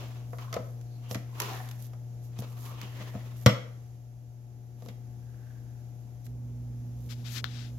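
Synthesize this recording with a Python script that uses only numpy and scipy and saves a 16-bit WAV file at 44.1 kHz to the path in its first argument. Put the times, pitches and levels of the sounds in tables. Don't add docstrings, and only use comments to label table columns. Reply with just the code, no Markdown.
import sys
import numpy as np
from scipy import signal
from scipy.fft import rfft, irfft
from scipy.io import wavfile
from scipy.ndimage import uniform_filter1d, minimum_filter1d

SR = 44100
rng = np.random.default_rng(int(sys.argv[2]) if len(sys.argv) > 2 else 0)


def unload_wav(signal):
    wavfile.write(
        sys.argv[1],
        SR,
        np.round(np.clip(np.atleast_2d(signal).T, -1, 1) * 32767).astype(np.int16),
    )


N = 343098
T = np.arange(N) / SR
RING = T[:SR * 3 // 4]
CLICK_T60 = 0.028

# peak_s, rise_s, fall_s, scrape_db, resonance_hz,
# resonance_db
DRAGS = [(.005, 3.5, 0.26, -43, 720, -52.5), (.388, 0, .2, -47, 1130, -45),
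         (0.568, 0.0332, 0.02, -43.5, 674, -28.5), (.94, 0.2, 0.2, -74.5, 4200, -66.5),
         (1.111, 0.1, 0.02, -48, 2870, -52), (1.419, 0.0868, 0.2257, -36, 980, -39),
         (1.51, 0.09, 0.23, -40.5, 778, -41), (1.55, 0.08, 0.23, -45.5, 1773, -47),
         (2.429, 0.1, .15, -49.5, 1220, -61), (2.69, 0.3, 0.36, -49, 1114, -53.5),
         (2.82, 0.16, 0.36, -49.5, 2920, -53), (3, 0.36, 0.66, -49, 1900, -56),
         (4.86, .2, .12, -64, 349, -57.5), (5.5, 0.5, .4, -71, 1600, -65)]
# freq_hz, level_db
SKIN_EQ = [(1000, -20.5), (3500, -1.5), (6800, -2.5), (8800, -11.5), (12000, 5), (15500, -8)]


def panel(seated_s=3.45, modes_db=5, spot_db=1.5, snap_db=12, click_db=2, body_t60=0.07):
    # pitch_hz, level_db, t60_s
    panel_modes = [(118, -1, 0.17), (132, -4, 0.17), (198.5, -2, 0.19), (243, -10, 0.2), (300, -25, 0.13),
                   (489, -1.5, 0.08), (525, -9.5, 0.1), (623, -18, .15), (673, -10, 0.12), (696, -14, 0.04),
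                   (1014, -16, .2), (1150, -19.5, 0.18), (1237, -13, 0.16), (1300, -24, 0.15),
                   (2000, -18, 0.18), (2027, -18.5, 0.18), (2110, -23, .17), (2336, -22, .2),
                   (2960, -26, 0.2), (3203, -21, 0.2), (3332, -22, 0.2), (3433, -21, 0.17),
                   (5310, -13.5, 0.035), (5512, -19, .06)]
    # start_s, strength_db, favoured_hz, edge_db
    blows = [(0.332, -37, 760, -60), (.385, -39.5, 1210, -51), (.528, -32.5, 1480, -37.5),
             (.541, -34.5, 895, -33.5), (.566, -26, 610, -54), (.594, -37, 300, -70),
             (1.112, -31.5, 325, -35.5), (1.146, -32.5, 1910, -34), (1.155, -30.5, 260, -42),
             (1.934, -48, 800, -57), (2.389, -32.5, 141, -41.5), (2.422, -40, 606, -47.5),
             (2.714, -48, 800, -64.5), (2.815, -41.5, 2000, -40), (2.832, -45, 196, -51),
             (3.002, -39.5, 199.6, -67.5), (3.141, -46, 548, -64), (3.152, -31, 207, -68.5),
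             (3.4612, -15.5, 3758, -21), (3.4622, -13.5, 400, -31.5), (3.4657, -15.5, 1100, -26),
             (3.493, -26.5, 3010, -39.5), (4.823, -44, 280, -57), (4.861, -43, 326, -52),
             (4.886, -41, 330, -50), (4.887, -45.5, 3300, -51)]
    # freq_hz, level_db
    wood_eq = [(150, -11), (230, 2), (340, -11), (520, 1), (690, 8), (800, -5), (900, -9), (1220, 2.5),
               (1650, -8), (2100, -3), (2600, -11.5), (4000, -13), (8000, -30), (15000, -39)]
    # freq_hz, level_db
    edge_eq = [(400, -35.5), (1200, 1.5), (3300, 6.5), (4400, 4), (5400, 4.5), (7000, -2), (8800, -17.5),
               (12000, -2), (15500, -14)]
    out = np.zeros((2, N))
    hz, db, t60 = np.transpose(panel_modes)
    wood_hz, wood_db = np.transpose(wood_eq)
    bending = hz < 160
    swing = np.array([fade(t) for t in t60]) * np.exp(2j * np.pi * np.outer(hz, RING))
    snap = colour(signal.unit_impulse(len(RING)), edge_eq)
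    snap = undb(snap_db) * snap / np.abs(snap).max()
    for start_s, strength_db, favoured_hz, edge_db in blows:
        spot, side = rng.standard_normal((2, len(hz)))
        force_db = strength_db + 40
        focus_db = 8 - 0.16 * force_db
        ring_db = strength_db + modes_db + spot_db * spot + favour(hz, favoured_hz, focus_db)
        thump_db = strength_db - 5.5 - 6.5 * np.log2(favoured_hz / 250) + 0.7226 * force_db
        gain = undb(db + np.where(bending, thump_db, ring_db))
        lag = np.minimum(hz / 1000, 1) * np.sign(side) * np.pi / 4
        ringing = np.imag((gain * np.exp(1j * np.array([lag, -lag]))) @ swing)
        grip = undb(-1) * fade(t60=0.4) if start_s < seated_s else 1
        add(out, start_s, grip * ringing)
        body_eq = np.column_stack([wood_hz, wood_db + favour(wood_hz, favoured_hz, focus_db=6)])
        add(out, start_s, undb(strength_db) * burst(body_eq, body_t60))
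        add(out, start_s, undb(edge_db) * (snap + undb(click_db) * burst(edge_eq, CLICK_T60)))
    return signal.sosfilt(signal.butter(4, 90, "high", fs=SR, output="sos"), out)


def finger(tap_s=7.443, tap_db=-5, tap_t60=0.0047, ring_db=-35, ring_t60=0.21, leak_db=-24):
    # middle_s, length_s, level_db, relative_hiss_db
    strokes = [(7.117, 0.062, -41, -5.5), (7.194, .26, -57.5, -2), (7.272, 0.067, -41, -10),
               (7.335, 0.12, -43.5, 3.5), (7.377, 0.079, -33.5, -9), (7.59, 0.28, -43.5, -15.5)]
    # freq_hz, level_db
    rub_eq = [(400, -27), (900, -16.5), (1500, -7), (2300, -6.5), (3700, -2.5), (5200, -6.5), (7000, -17),
              (9000, -22.5), (15500, -37.5)]
    # freq_hz, level_db
    tap_eq = [(200, -2), (700, -20), (1500, 16.5), (2400, -11.5), (3600, 8.5), (5500, -13), (8500, -33),
              (15000, -14.5)]
    # freq_hz, level_db
    ring_eq = [(500, -25), (1600, -3), (2400, -12), (3600, 0), (5000, -11), (8000, -30), (15000, -29)]
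    out = np.zeros((1, N))
    slips = rng.standard_normal((2, N)) * undb(0.5 * walk(600) + 0.6 * walk(90))
    rub = unit(colour(slips[0], rub_eq))
    hiss = unit(colour(slips[1], SKIN_EQ))
    for middle_s, length_s, db, hiss_db in strokes:
        near, gain = arch(middle_s, length_s)
        out[:, near] += undb(db) * gain * (rub[:, near] + undb(hiss_db) * hiss[:, near])
    tap = colour(signal.unit_impulse(len(RING)), tap_eq) * fade(tap_t60)
    case_ring = burst(ring_eq, ring_t60)[:1]
    add(out, tap_s, undb(tap_db) * tap / np.abs(tap).max() + undb(ring_db) * case_ring)
    return out * np.array([[1], [undb(leak_db)]])


def plastic_clicks():
    # start_s, level_db
    click_cues = [(.812, -51.5), (1.401, -21), (1.419, -28), (1.491, -43), (1.533, -39), (1.688, -41.5),
                  (1.712, -39.5), (6.265, -46.5)]
    # freq_hz, level_db
    plastic_eq = [(300, -63), (900, -5.5), (1600, 7.5), (3500, 3), (6500, 0.5), (8800, -15), (12000, 2),
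                  (15500, -11)]
    out = np.zeros((2, N))
    for start_s, db in click_cues:
        add(out, start_s, undb(db) * burst(plastic_eq, CLICK_T60))
    return out


def rubbing(grain_db=0.5, catch_db=3, skin_grain_db=3):
    # freq_hz, level_db
    scrape_eq = [(100, -10.5), (300, 3), (700, -1), (1150, 1), (1600, -5.5), (2900, -4), (4200, -8.5),
                 (6500, -16.5), (8800, -28.5), (15000, -21)]
    # middle_s, length_s, level_db
    brushes = [(.04, 0.47, -65.5), (0.39, 0.35, -62.5), (0.642, 0.39, -66), (1.12, 0.08, -46.5),
               (1.544, 0.59, -55), (1.83, 0.13, -54), (2.252, 0.083, -60), (2.4, 0.043, -48.5),
               (2.513, .12, -59.5), (2.646, 0.22, -52), (3.048, 1, -64), (3.405, 0.14, -56.5),
               (4.863, 0.204, -64.5), (6.256, .035, -57), (7.05, .2, -64)]
    slips = two_ports(N) * undb(grain_db * walk(900) + catch_db * walk(55))
    scrape = unit(colour(slips, scrape_eq))
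    skin_slips = two_ports(N) * undb(skin_grain_db * walk(500))
    hiss = unit(colour(skin_slips, SKIN_EQ))
    scrape_power, brush_power = np.zeros((2, N))
    for peak_s, rise_s, fall_s, db, _, _ in DRAGS:
        near, gain = push(peak_s, rise_s, fall_s)
        scrape_power[near] += (undb(db) * gain) ** 2
    for middle_s, length_s, db in brushes:
        near, gain = arch(middle_s, length_s)
        brush_power[near] += (undb(db) * gain) ** 2
    return scrape * np.sqrt(scrape_power) + hiss * np.sqrt(brush_power)


def scuffs(grain_db=3, catch_db=1.5, q=3.8):
    out = np.zeros((2, N))
    slips = two_ports(N) * undb(grain_db * walk(150) + catch_db * walk(35))
    for peak_s, rise_s, fall_s, _, hz, db in DRAGS:
        near, gain = push(peak_s, rise_s, fall_s)
        resonance = signal.iirpeak(hz, q, SR)
        singing = signal.lfilter(*resonance, signal.lfilter(*resonance, slips[:, near]))
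        out[:, near] += undb(db) * gain * unit(singing)
    return out


def hum(mains_hz=59.98, waver_db=0.5, buzz_waver_db=2, lag_rad=0.15):
    # time_s, hum_db, body_db, air_db, left_minus_right_db, buzz_db
    fader_moves = [(0, -37.5, -25, 2.5, 3, 3.5), (3.45, -37, -25.5, 3, 3, 3.5),
                   (3.8, -39.5, -28, 3, 3.5, 0.5), (4.6, -41.5, -22, 1, 5.5, 1),
                   (6.255, -41.5, -22, 2, 6.5, 0.5), (6.275, -36, -15.5, -0.5, -2.5, -3.5),
                   (7.8, -35.5, -15.5, 6, -1.5, 1)]
    # mains_harmonic, level_db
    buzz_partials = [(3, -66.5), (5, -71.5), (6, -70), (8, -70.5), (10, -71), (12, -69), (14, -73)]
    # freq_hz, level_db
    fan_eq = [(300, -30), (560, -3), (780, 0), (900, -8.5), (1150, -30), (4000, -60)]
    # freq_hz, level_db
    air_eq = [(25, -10), (70, 3.5), (200, -1), (400, -8.5), (750, -15.5), (1100, -21), (2000, -23.5),
              (4200, -26), (6500, -24.5), (8700, -40), (11500, -24.5), (15500, -36)]
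    # freq_hz, level_db
    rumble_eq = [(25, -26), (60, 6.5), (130, -6), (260, -9.5), (450, -19), (900, -30.5), (3000, -64.5)]
    hum_db, body_db, air_db, pan_db, buzz_db = curve(fader_moves)
    sides = np.array([[1], [-1]]) / 2
    phase = 2 * np.pi * mains_hz * T + lag_rad * sides
    tone = np.sin(2 * phase) * undb(pan_db * sides)
    tone += undb(body_db) * (undb(-4) * np.sin(phase) + np.sin(4 * phase))
    buzz = np.zeros((2, N))
    for harmonic, db in buzz_partials:
        level_db = db + buzz_db * harmonic / buzz_partials[-1][0] + buzz_waver_db * walk(3)
        buzz += undb(level_db) * np.sin(harmonic * phase + rng.uniform(0, 2 * np.pi))
    fan = noise_bed(fan_eq) * undb(-70 + buzz_db)
    air = noise_bed(air_eq) * undb(-57.5 + air_db + 0.5 * walk(3))
    rumble = noise_bed(rumble_eq) * undb(-33 + body_db)
    tone *= undb(hum_db + waver_db * walk(4.5))
    return np.sqrt(2) * (tone + buzz) + fan + air + rumble


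def room(x, wet_db=-10, low_t60=0.5, high_t60=0.32, split_hz=3000, build_s=0.0083):
    noise = two_ports(len(RING))
    noise = signal.sosfilt(signal.butter(2, 280, "high", fs=SR, output="sos"), noise)
    low = signal.sosfilt(signal.butter(1, split_hz, fs=SR, output="sos"), noise)
    tail = (low * fade(low_t60) + (noise - low) * fade(high_t60)) * (1 - np.exp(-RING / build_s))
    tail = unit(tail) / np.sqrt(len(RING))
    return x + undb(wet_db) * signal.fftconvolve(x, tail, axes=1)[:, :N]


def favour(hz, favoured_hz, focus_db):
    return -focus_db * np.abs(np.log2(hz / favoured_hz)) ** 1.5


def push(peak_s, rise_s, fall_s):
    near = slice(*np.searchsorted(T, [peak_s - 2 * rise_s, peak_s + 2 * fall_s]))
    return near, 10 ** -np.maximum((peak_s - T[near]) / rise_s, (T[near] - peak_s) / fall_s)


def arch(middle_s, length_s, steepness=1.3):
    near = slice(*np.searchsorted(T, [middle_s - length_s / 2, middle_s + length_s / 2]))
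    return near, np.abs(np.cos(np.pi * (T[near] - middle_s) / length_s)) ** steepness


def two_ports(length, apart_hz=850):
    mid, side = rfft(rng.standard_normal((2, length)))
    alike = 1 / (1 + (np.fft.rfftfreq(length, 1 / SR) / apart_hz) ** 2)
    mid, side = mid * np.sqrt((1 + alike) / 2), side * np.sqrt((1 - alike) / 2)
    return irfft([mid + side, mid - side], length)


def colour(x, eq, size=4096):
    hz, db = np.transpose(eq)
    bin_hz = np.maximum(np.fft.rfftfreq(size, 1 / SR), 1)
    gain = undb(np.interp(np.log(bin_hz), np.log(hz), db))
    cepstrum = irfft(np.log(gain))
    cepstrum[1:size // 2] *= 2
    cepstrum[size // 2 + 1:] = 0
    impulse = irfft(np.exp(rfft(cepstrum)))
    return signal.fftconvolve(np.atleast_2d(x), impulse[None], axes=1)[:, :x.shape[-1]]


def noise_bed(eq, length=N):
    return unit(colour(two_ports(length), eq))


def burst(eq, t60):
    return noise_bed(eq, len(RING)) * fade(t60)


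def fade(t60):
    return np.exp(-np.log(1000) * RING / t60)


def walk(rate_hz):
    step = max(int(SR / rate_hz), 1)
    stairs = np.repeat(rng.standard_normal(N // step + 1), step)
    return unit(uniform_filter1d(stairs, step)[:N])


def curve(rows):
    time_s, *columns = np.transpose(rows)
    return [np.interp(T, time_s, column) for column in columns]


def add(out, start_s, sound):
    i = int(start_s * SR)
    out[:, i:i + sound.shape[1]] += sound[:, :N - i]


def undb(db):
    return 10 ** (np.asarray(db) / 20)


def unit(x):
    return x / np.sqrt(np.mean(x ** 2))


def gain_control(x, threshold_db=-16, slope=0.22, hold_s=0.99, glide_s=0.59):
    hold, glide = int(hold_s * SR), int(glide_s * SR)
    wanted = np.minimum(1, undb(threshold_db) / (np.abs(x).max(axis=0) + 1e-9)) ** slope
    held = minimum_filter1d(wanted, hold, origin=(hold - 1) // 2, mode="nearest")
    return x * uniform_filter1d(held, glide, origin=(glide - 1) // 2, mode="nearest")


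def scene():
    return room(panel() + plastic_clicks() + rubbing() + scuffs()) + hum() + finger()


def record(dry):
    # freq_hz, gain_db
    left_eq = [(1000, -2), (4500, -3), (7000, 1), (11000, -7), (15500, -9)]
    # freq_hz, gain_db
    right_eq = [(1000, -3), (4500, -3), (7000, 4), (11000, 3), (15500, 1)]
    ports = np.vstack([colour(dry[0], left_eq), colour(dry[1], right_eq)])
    top_cut = signal.ellip(10, 0.2, 80, 15900, fs=SR, output="sos")
    return signal.sosfilt(top_cut, np.clip(gain_control(ports), -1, 1))


dry = scene()
out = record(dry)
unload_wav(out)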